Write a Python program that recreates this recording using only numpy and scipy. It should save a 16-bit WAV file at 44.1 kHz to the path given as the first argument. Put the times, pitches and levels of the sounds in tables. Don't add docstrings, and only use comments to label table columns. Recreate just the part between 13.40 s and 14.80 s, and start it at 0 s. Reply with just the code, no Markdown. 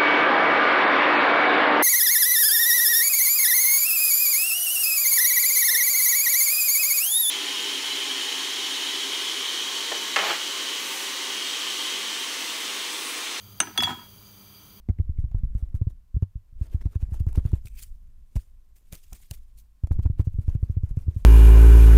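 import sys
import numpy as np
from scipy import signal
from scipy.fft import rfft, irfft
from scipy.io import wavfile
from scipy.ndimage import uniform_filter1d

SR = 44100
rng = np.random.default_rng(int(sys.argv[2]) if len(sys.argv) > 2 else 0)


def gain_from_decibels(decibels):
    exponent = np.asarray(decibels, float) / 20
    return 10 ** exponent


def master_out(mix):
    frames = np.transpose(np.atleast_2d(mix))
    ceiling = np.clip(frames, -1, 1)
    pcm = np.round(ceiling * 32767).astype(np.int16)
    wavfile.write(sys.argv[1], SR, pcm)


N = 61739

# pitch_hz, density_db_per_hz
AIR_SPECTRUM = [(18, -40), (34, -3.5), (102, -5.5), (1650, -21), (3160, -22.5), (4250, -24), (4610, -23.5),
                (7110, -29.5), (16000, -24.5)]
# pitch_hz, width_hz, level_db
WHINE = [(1010, 180, -70), (1294, 173, -68.5), (2340, 59, -71), (3200, 340, -63), (3825, 620, -71),
         (4779, 63, -62), (4595, 150, -65), (6080, 260, -65.5), (6580, 170, -68.5), (7650, 46, -75.5),
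         (8566, 120, -74)]
HIGH_WHINE_HZ = [9080, 9670, 10050, 10740, 11100, 11600, 12300, 12900, 13450, 13880, 14560, 14750, 15570]
# width_hz, level_db
HIGH_WHINE = [(120, -76.5), (40, -78), (200, -79.5), (50, -72), (247, -66.5), (350, -67.5), (40, -79),
              (600, -70.5), (300, -62.5), (252, -61.5), (300, -66), (150, -66), (352, -59.5)]
# pitch_hz, width_hz, level_db
HUM = [(44, 56, -68.5), (100.4, 34, -58.5), (126.6, 28, -69.5), (196.6, 19, -64.5), (305, 7, -72),
       (399, 7, -74.5)]
# pitch_hz, level_db
MAINS = [(100, -61), (200.5, -61), (401, -74)]
AIR_DB, FLICKER_DB, FLICKER_RATE_HZ, MAINS_RATE_HZ = -57.5, 0.8, 12, 4.4

# pitch_hz, level_db, t60_s
JAR = [(520, -21.5, 0.016), (1041, -13, 0.02), (2138, -11, 0.014), (1600, -4, 0.006), (2350, -25, 0.028),
       (2915, -2, 0.0178), (3760, -7.5, 0.012), (4500, -33, 0.0125)]
JAR_S = [
    .2014,
    .2026,
    .2038,
]
# level_db, contact_ms
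JAR_HITS = [(-16, 0.56), (-15.5, 0.07), (-8, 0.08)]
# pitch_hz, level_db, t60_s
RIM = [(5880, -6, 0.0073), (7950, -7.5, 0.0088), (8730, 1.5, 0.0075), (9830, -5.5, 0.008),
       (11650, -22, 0.0069), (13150, -28, .006)]
RIM_S = [
    .2026,
    .2043,
]
# level_db, contact_ms
RIM_HITS = [(-6, 0.059), (-24, 0.043)]
JAR_WALL_HZ = [6050, 6245, 8630, 6335, 9750, 8370, 8860, 6610, 14400]
# level_db, t60_s
JAR_WALL = [(-22.5, 0.39), (3, 0.057), (-32, 0.42), (-22, 0.048), (-25, 0.19), (-24, 0.113), (-24.5, 0.28),
            (-33, 0.108), (-26, .06)]
# start_s, level_db, contact_ms
JAR_WALL_HITS = [
    (.2044, -16, 0.068),
]
FILLING_HZ = [1320]
# level_db, t60_s
FILLING = [(0, 0.0074)]
# start_s, level_db, contact_ms
FILLING_HITS = [
    (.2033, -12.5, .3),
    (.2048, -14.5, 0.25),
]
JAR_BASE_HZ = [190, 318, 700, 872]
# level_db, t60_s
JAR_BASE = [(-12.5, 0.056), (-7, 0.12), (-3.5, 0.012), (-7, 0.034)]
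# start_s, level_db, contact_ms
JAR_BASE_HITS = [
    (.2025, -27.5, 0.24),
    (.2072, -28.5, .3),
    (.2118, -26, 0.33),
    (.2720, -38, .4),
    (.2830, -34, .4),
]
ROCK_HZ = [900, 1325, 1645, 2360, 2840, 3250]
# level_db, t60_s
ROCK = [(-4, 0.019), (-3.5, 0.0198), (1, 0.019), (-8, .03), (-6, 0.034), (-7, 0.031)]
# start_s, level_db, contact_ms
ROCK_HITS = [
    (.2330, -33.5, .1),
    (.2715, -35.5, 0.103),
    (.2745, -39, .15),
    (.2830, -48.5, 0.24),
    (.2950, -44, .15),
]

BOTTLE_HZ = [6735, 7294, 7354, 9440, 9100, 11935, 13060]
# level_db, t60_s
BOTTLE = [(-21.5, 0.19), (-24, 0.31), (-38, 0.097), (-13, 0.081), (4.5, 0.004), (-22, 0.11), (-21, 0.086)]
# start_s, level_db, contact_ms
BOTTLE_HITS = [
    (.3763, -22, 0.0336),
    (.4340, -18.5, 0.099),
]
# pitch_hz, level_db, t60_s
NECK = [(6200, 0.5, 0.025)]
# start_s, level_db, contact_ms
NECK_HITS = [
    (.3764, -29.5, 0.042),
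    (.3782, -20, 0.1),
]
# pitch_hz, level_db, t60_s
CAP = [(12900, 1.5, .014), (14800, -21, 0.028)]
# start_s, level_db, contact_ms
CAP_HITS = [
    (.3764, -25.5, 0.0384),
    (.4342, -29.5, .04),
]
FAINT_SHOULDER_HZ = [4700]
# level_db, t60_s
FAINT_SHOULDER = [(0, 0.055)]
# start_s, level_db, contact_ms
FAINT_SHOULDER_HITS = [
    (.3770, -29, .05),
]
# pitch_hz, level_db, t60_s
CONTENTS = [(1263, -7.5, 0.013), (1843, -2, 0.014), (2200, -17.5, 0.03), (2720, -3.5, 0.014),
            (4200, -8, 0.013)]
# start_s, level_db, contact_ms
CONTENTS_HITS = [
    (.3763, -16, 0.078),
    (.4050, -17.5, 0.21),
    (.4345, -16.5, 0.03),
]
BELLY_HZ = [3364]
# level_db, t60_s
BELLY = [(0.014, 0.34)]
BELLY_S = [
    .37643,
    .4341,
]
# level_db, contact_ms
BELLY_HITS = [(-17, 0.0324), (-22, .05)]
SHOULDER_HZ = [4655, 4495]
# level_db, t60_s
SHOULDER = [(3.5, 0.036), (4.5, 0.016)]
# start_s, level_db, contact_ms
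SHOULDER_HITS = [
    (.4352, -26.5, .05),
]
NEIGHBOUR_HZ = [3284, 2860, 6050]
# level_db, t60_s
NEIGHBOUR = [(-1.5, 0.47), (-18, 0.046), (-13, 0.12)]
NEIGHBOUR_S = [
    .3765,
    .4341,
]
# level_db, contact_ms
NEIGHBOUR_HITS = [(-61, 0.054), (-24, 0.066)]
# pitch_hz, level_db, t60_s
SMALL_JAR = [(5250, 1, 0.029), (5000, -3, 0.03), (2940, -2, 0.012), (6760, -22.5, 0.059),
             (6260, -9.5, 0.054)]
# start_s, level_db, contact_ms
SMALL_JAR_HITS = [
    (.4052, -24, 0.078),
]

BASE_HZ = [721, 970, 1245, 1810]
# level_db, t60_s
BASE = [(-5.5, 0.022), (-0.5, 0.04), (-10, 0.057), (-4.5, 0.039)]
BASE_S = [
    .4240,
    .4462,
    .4727,
    .4768,
    .4910,
]
# level_db, contact_ms
BASE_HITS = [(-18, 0.6), (-36.5, 0.48), (-25, 0.17), (-26.5, .3), (-30.5, 0.34)]
# pitch_hz, level_db, t60_s
SHELF = [(686, -9, 0.028), (779, -3, 0.038), (889, 3.5, 0.014), (961, 0, 0.058), (1040, -2.5, 0.021),
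         (1284, -5, 0.069), (1495, -1.5, 0.033), (1590, -13, 0.03), (1654, -5.5, 0.05), (1866, -16, 0.081),
         (2230, -10, 0.025), (3000, -46, .04)]
# start_s, level_db, contact_ms
SHELF_HITS = [(.3590, -38.5, 0.57), (.3790, -22.5, 0.67), (.4290, -32, 0.33), (.4830, -38, 0.24),
              (.4990, -34.5, .3), (.5060, -34, 0.24), (.5140, -39, .3), (.5220, -39, 0.34),
              (.5460, -44, 0.44)]
# pitch_hz, level_db, t60_s
CARCASS = [(156.6, -6, 0.096), (204, -8, 0.06), (238, -3, 0.11), (333, -6, 0.078), (417, -4, 0.048)]
# start_s, level_db, contact_ms
CARCASS_HITS = [(.208, -48, 3.5), (.245, -42, 1.1), (.272, -44, 0.89), (.3, -43.5, 1.17),
                (.386, -28.5, 0.59), (.399, -35.5, 1.1), (.42, -49, 2.5), (.485, -32, 2.03),
                (.505, -25.5, 2.65), (.525, -36.5, 1.3), (.57, -37.5, 2.09)]
# pitch_hz, level_db, t60_s
WORKTOP = [(96, 2.5, 0.11), (120, -20, 0.17), (160, -1, 0.13)]
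# start_s, level_db, contact_ms
WORKTOP_HITS = [
    (.395, -34, 1.2),
    (.438, -29, 1.8),
    (.498, -35.5, 2.5),
    (.61, -68, 4.9),
]
BOARD_HZ = [1005, 1260]
# level_db, t60_s
BOARD = [(-4, 0.12), (-8, 0.061)]
# start_s, level_db, contact_ms
BOARD_HITS = [
    (.4770, -44.5, 0.23),
    (.5050, -44.5, .3),
    (.5460, -36.5, 0.37),
    (.5930, -36, 0.67),
]

CRACK_S = [
    .2000,
    .2026,
    .3761,
    .4048,
    .4230,
    .4338,
]
# level_db, t60_s, centre_hz
CRACKS = [(-43, 0.027, 8000), (-3.5, 0.0047, 1460), (-19, 0.026, 1240), (-38, 0.0066, 11000),
          (-29.5, 0.066, 7400), (-26, 0.047, 1580)]
# time_s, effort_db
DRAG = [(.205, -38.5), (.25, -49), (0.287, -51), (.312, -57), (.37, -53), (.44, -44), (0.499, -39),
        (.55, -52.5), (0.662, -63.5)]
# level_db, t60_s, top_hz
TAILS = [
    (-13, .05, 9000),
    (-28, .3, 4000),
]

DRAG_GRAINS_PER_S, DRAG_SCATTER_DB = 500, 1
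DRAG_SHELF_DB, DRAG_CARCASS_DB, DRAG_HISS_DB, DRAG_HISS_HZ = -22, -28.5, 9, 1910
RISE_HZ, RISE_SHARE = 119, 0.36
GRIP_S, GRIP_DB, GRIP_SETTLES_S = 0.4515, -11.5, 0.021
MIC_LOW_HZ, DIP_HZ, DIP_WIDTH_HZ, DIP_SHARE = 70, 568, 87, 0.034
TOP_HZ = 15750


def tuned(first, rest):
    return [(f, *row) for f, row in zip(first, rest)]


def unit(x):
    return x / np.sqrt(np.mean(x ** 2))


def band(x, hz, width_hz):
    return signal.lfilter(*signal.iirpeak(hz, hz / width_hz, fs=SR), x)


def walk(rate_hz):
    k = int(SR / rate_hz)
    smooth = uniform_filter1d(rng.standard_normal(N), k)
    return unit(uniform_filter1d(smooth, k))


def appliance():
    f = np.maximum(np.fft.rfftfreq(N, 1 / SR), 1)
    hz, db = np.array(AIR_SPECTRUM).T
    shape = gain_from_decibels(np.interp(np.log(f), np.log(hz), db))
    air = irfft(rfft(rng.standard_normal(N)) * shape, N)
    out = gain_from_decibels(AIR_DB) * unit(air)
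    for hz, width_hz, db in WHINE + tuned(HIGH_WHINE_HZ, HIGH_WHINE) + HUM:
        tone = rng.standard_normal(N)
        for _ in range(2):
            tone = band(tone, hz, 1.4 * width_hz)
        out = out + gain_from_decibels(db + FLICKER_DB * walk(FLICKER_RATE_HZ)) * unit(tone)
    t = np.arange(N) / SR
    for hz, db in MAINS:
        out = out + gain_from_decibels(db + walk(MAINS_RATE_HZ)) * np.sqrt(2) * np.sin(2 * np.pi * hz * t)
    return out


def resonate(x, hz, t60_s):
    r = np.exp(-np.log(1000) / (t60_s * SR))
    w = 2 * np.pi * hz / SR
    return signal.lfilter([0, np.sin(w)], [1, -2 * r * np.cos(w), r * r], x)


def ring(x, modes):
    out = 0
    for k, (hz, db, t60_s) in enumerate(modes):
        mode = band(resonate(x, hz, t60_s), hz, RISE_HZ + RISE_SHARE * hz)
        out = out + (-1) ** k * gain_from_decibels(db) * mode
    return out


def blows(hits):
    t, out = np.arange(N) / SR, np.zeros(N)
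    for start_s, db, contact_ms in hits:
        spread_s = contact_ms / 4000
        push = np.exp(-.5 * ((t - start_s) / spread_s) ** 2)
        out += gain_from_decibels(db) * push / push.sum()
    return out


def strike(pairs):
    return sum(ring(blows(hits), modes) for hits, modes in pairs)


def cracks():
    t, noise, out = np.arange(N) / SR, rng.standard_normal(N), 0
    for start_s, db, t60_s, hz in tuned(CRACK_S, CRACKS):
        fade = (t >= start_s) * gain_from_decibels(db - 60 * np.maximum(t - start_s, 0) / t60_s)
        out = out + band(noise * fade, hz, 1.935 * hz)
    return out


def spice_jar():
    return strike([
        (tuned(JAR_S, JAR_HITS), JAR),
        (tuned(RIM_S, RIM_HITS), RIM),
        (JAR_BASE_HITS, tuned(JAR_BASE_HZ, JAR_BASE)),
        (FILLING_HITS, tuned(FILLING_HZ, FILLING)),
        (JAR_WALL_HITS, tuned(JAR_WALL_HZ, JAR_WALL)),
        (ROCK_HITS, tuned(ROCK_HZ, ROCK))])


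def drag():
    t, (s, db) = np.arange(N) / SR, np.array(DRAG).T
    effort = gain_from_decibels(np.interp(t, s, db, left=-120, right=-120))
    grains = rng.random(N) < DRAG_GRAINS_PER_S / SR
    slips = grains * gain_from_decibels(DRAG_SCATTER_DB * rng.exponential(size=N))
    slips = unit(slips * rng.standard_normal(N)) * effort
    wood = gain_from_decibels(DRAG_SHELF_DB) * ring(slips, SHELF) + gain_from_decibels(DRAG_CARCASS_DB) * ring(slips, CARCASS)
    hiss = band(effort * rng.standard_normal(N), DRAG_HISS_HZ, 0.86 * DRAG_HISS_HZ)
    return wood + gain_from_decibels(DRAG_HISS_DB) * hiss


def cupboard():
    return strike([
        (CARCASS_HITS, CARCASS),
        (SHELF_HITS, SHELF),
        (WORKTOP_HITS, WORKTOP),
        (tuned(BASE_S, BASE_HITS), tuned(BASE_HZ, BASE)),
        (BOARD_HITS, tuned(BOARD_HZ, BOARD))])


def bottles():
    return strike([
        (BOTTLE_HITS, tuned(BOTTLE_HZ, BOTTLE)),
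        (CONTENTS_HITS, CONTENTS),
        (NECK_HITS, NECK),
        (CAP_HITS, CAP),
        (tuned(NEIGHBOUR_S, NEIGHBOUR_HITS), tuned(NEIGHBOUR_HZ, NEIGHBOUR)),
        (FAINT_SHOULDER_HITS, tuned(FAINT_SHOULDER_HZ, FAINT_SHOULDER)),
        (SMALL_JAR_HITS, SMALL_JAR),
        (SHOULDER_HITS, tuned(SHOULDER_HZ, SHOULDER))])


def belly():
    since_grip_s = np.maximum(np.arange(N) / SR - GRIP_S, 0)
    grip = gain_from_decibels(GRIP_DB * (1 - np.exp(-since_grip_s / GRIP_SETTLES_S)))
    return grip * ring(blows(tuned(BELLY_S, BELLY_HITS)), tuned(BELLY_HZ, BELLY))


def space(x):
    t, out = np.arange(SR // 2) / SR, x
    for db, t60_s, top_hz in TAILS:
        tail = signal.lfilter(*signal.butter(1, top_hz, fs=SR), rng.standard_normal(len(t)))
        tail = tail * gain_from_decibels(-60 * t / t60_s) * (t > .002)
        tail = tail / np.sqrt(np.sum(tail ** 2))
        out = out + gain_from_decibels(db) * signal.fftconvolve(x, tail)[:N]
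    return out


def scene():
    background = appliance()
    near = space(cracks() + spice_jar() + drag() + cupboard() + bottles() + belly())
    near = near - DIP_SHARE * band(near, DIP_HZ, DIP_WIDTH_HZ)
    near = signal.sosfilt(signal.butter(2, MIC_LOW_HZ, "high", fs=SR, output="sos"), near)
    return (near + background)[None]


def roll_off(x):
    return signal.sosfilt(signal.butter(12, 16850, fs=SR, output="sos"), x)


def record(dry):
    steep = signal.ellip(N=16, rp=.3, rs=60, Wn=TOP_HZ, fs=SR, output="sos")
    mix = signal.sosfilt(steep, dry)
    return roll_off(mix)


dry = scene()
out = record(dry)
master_out(out)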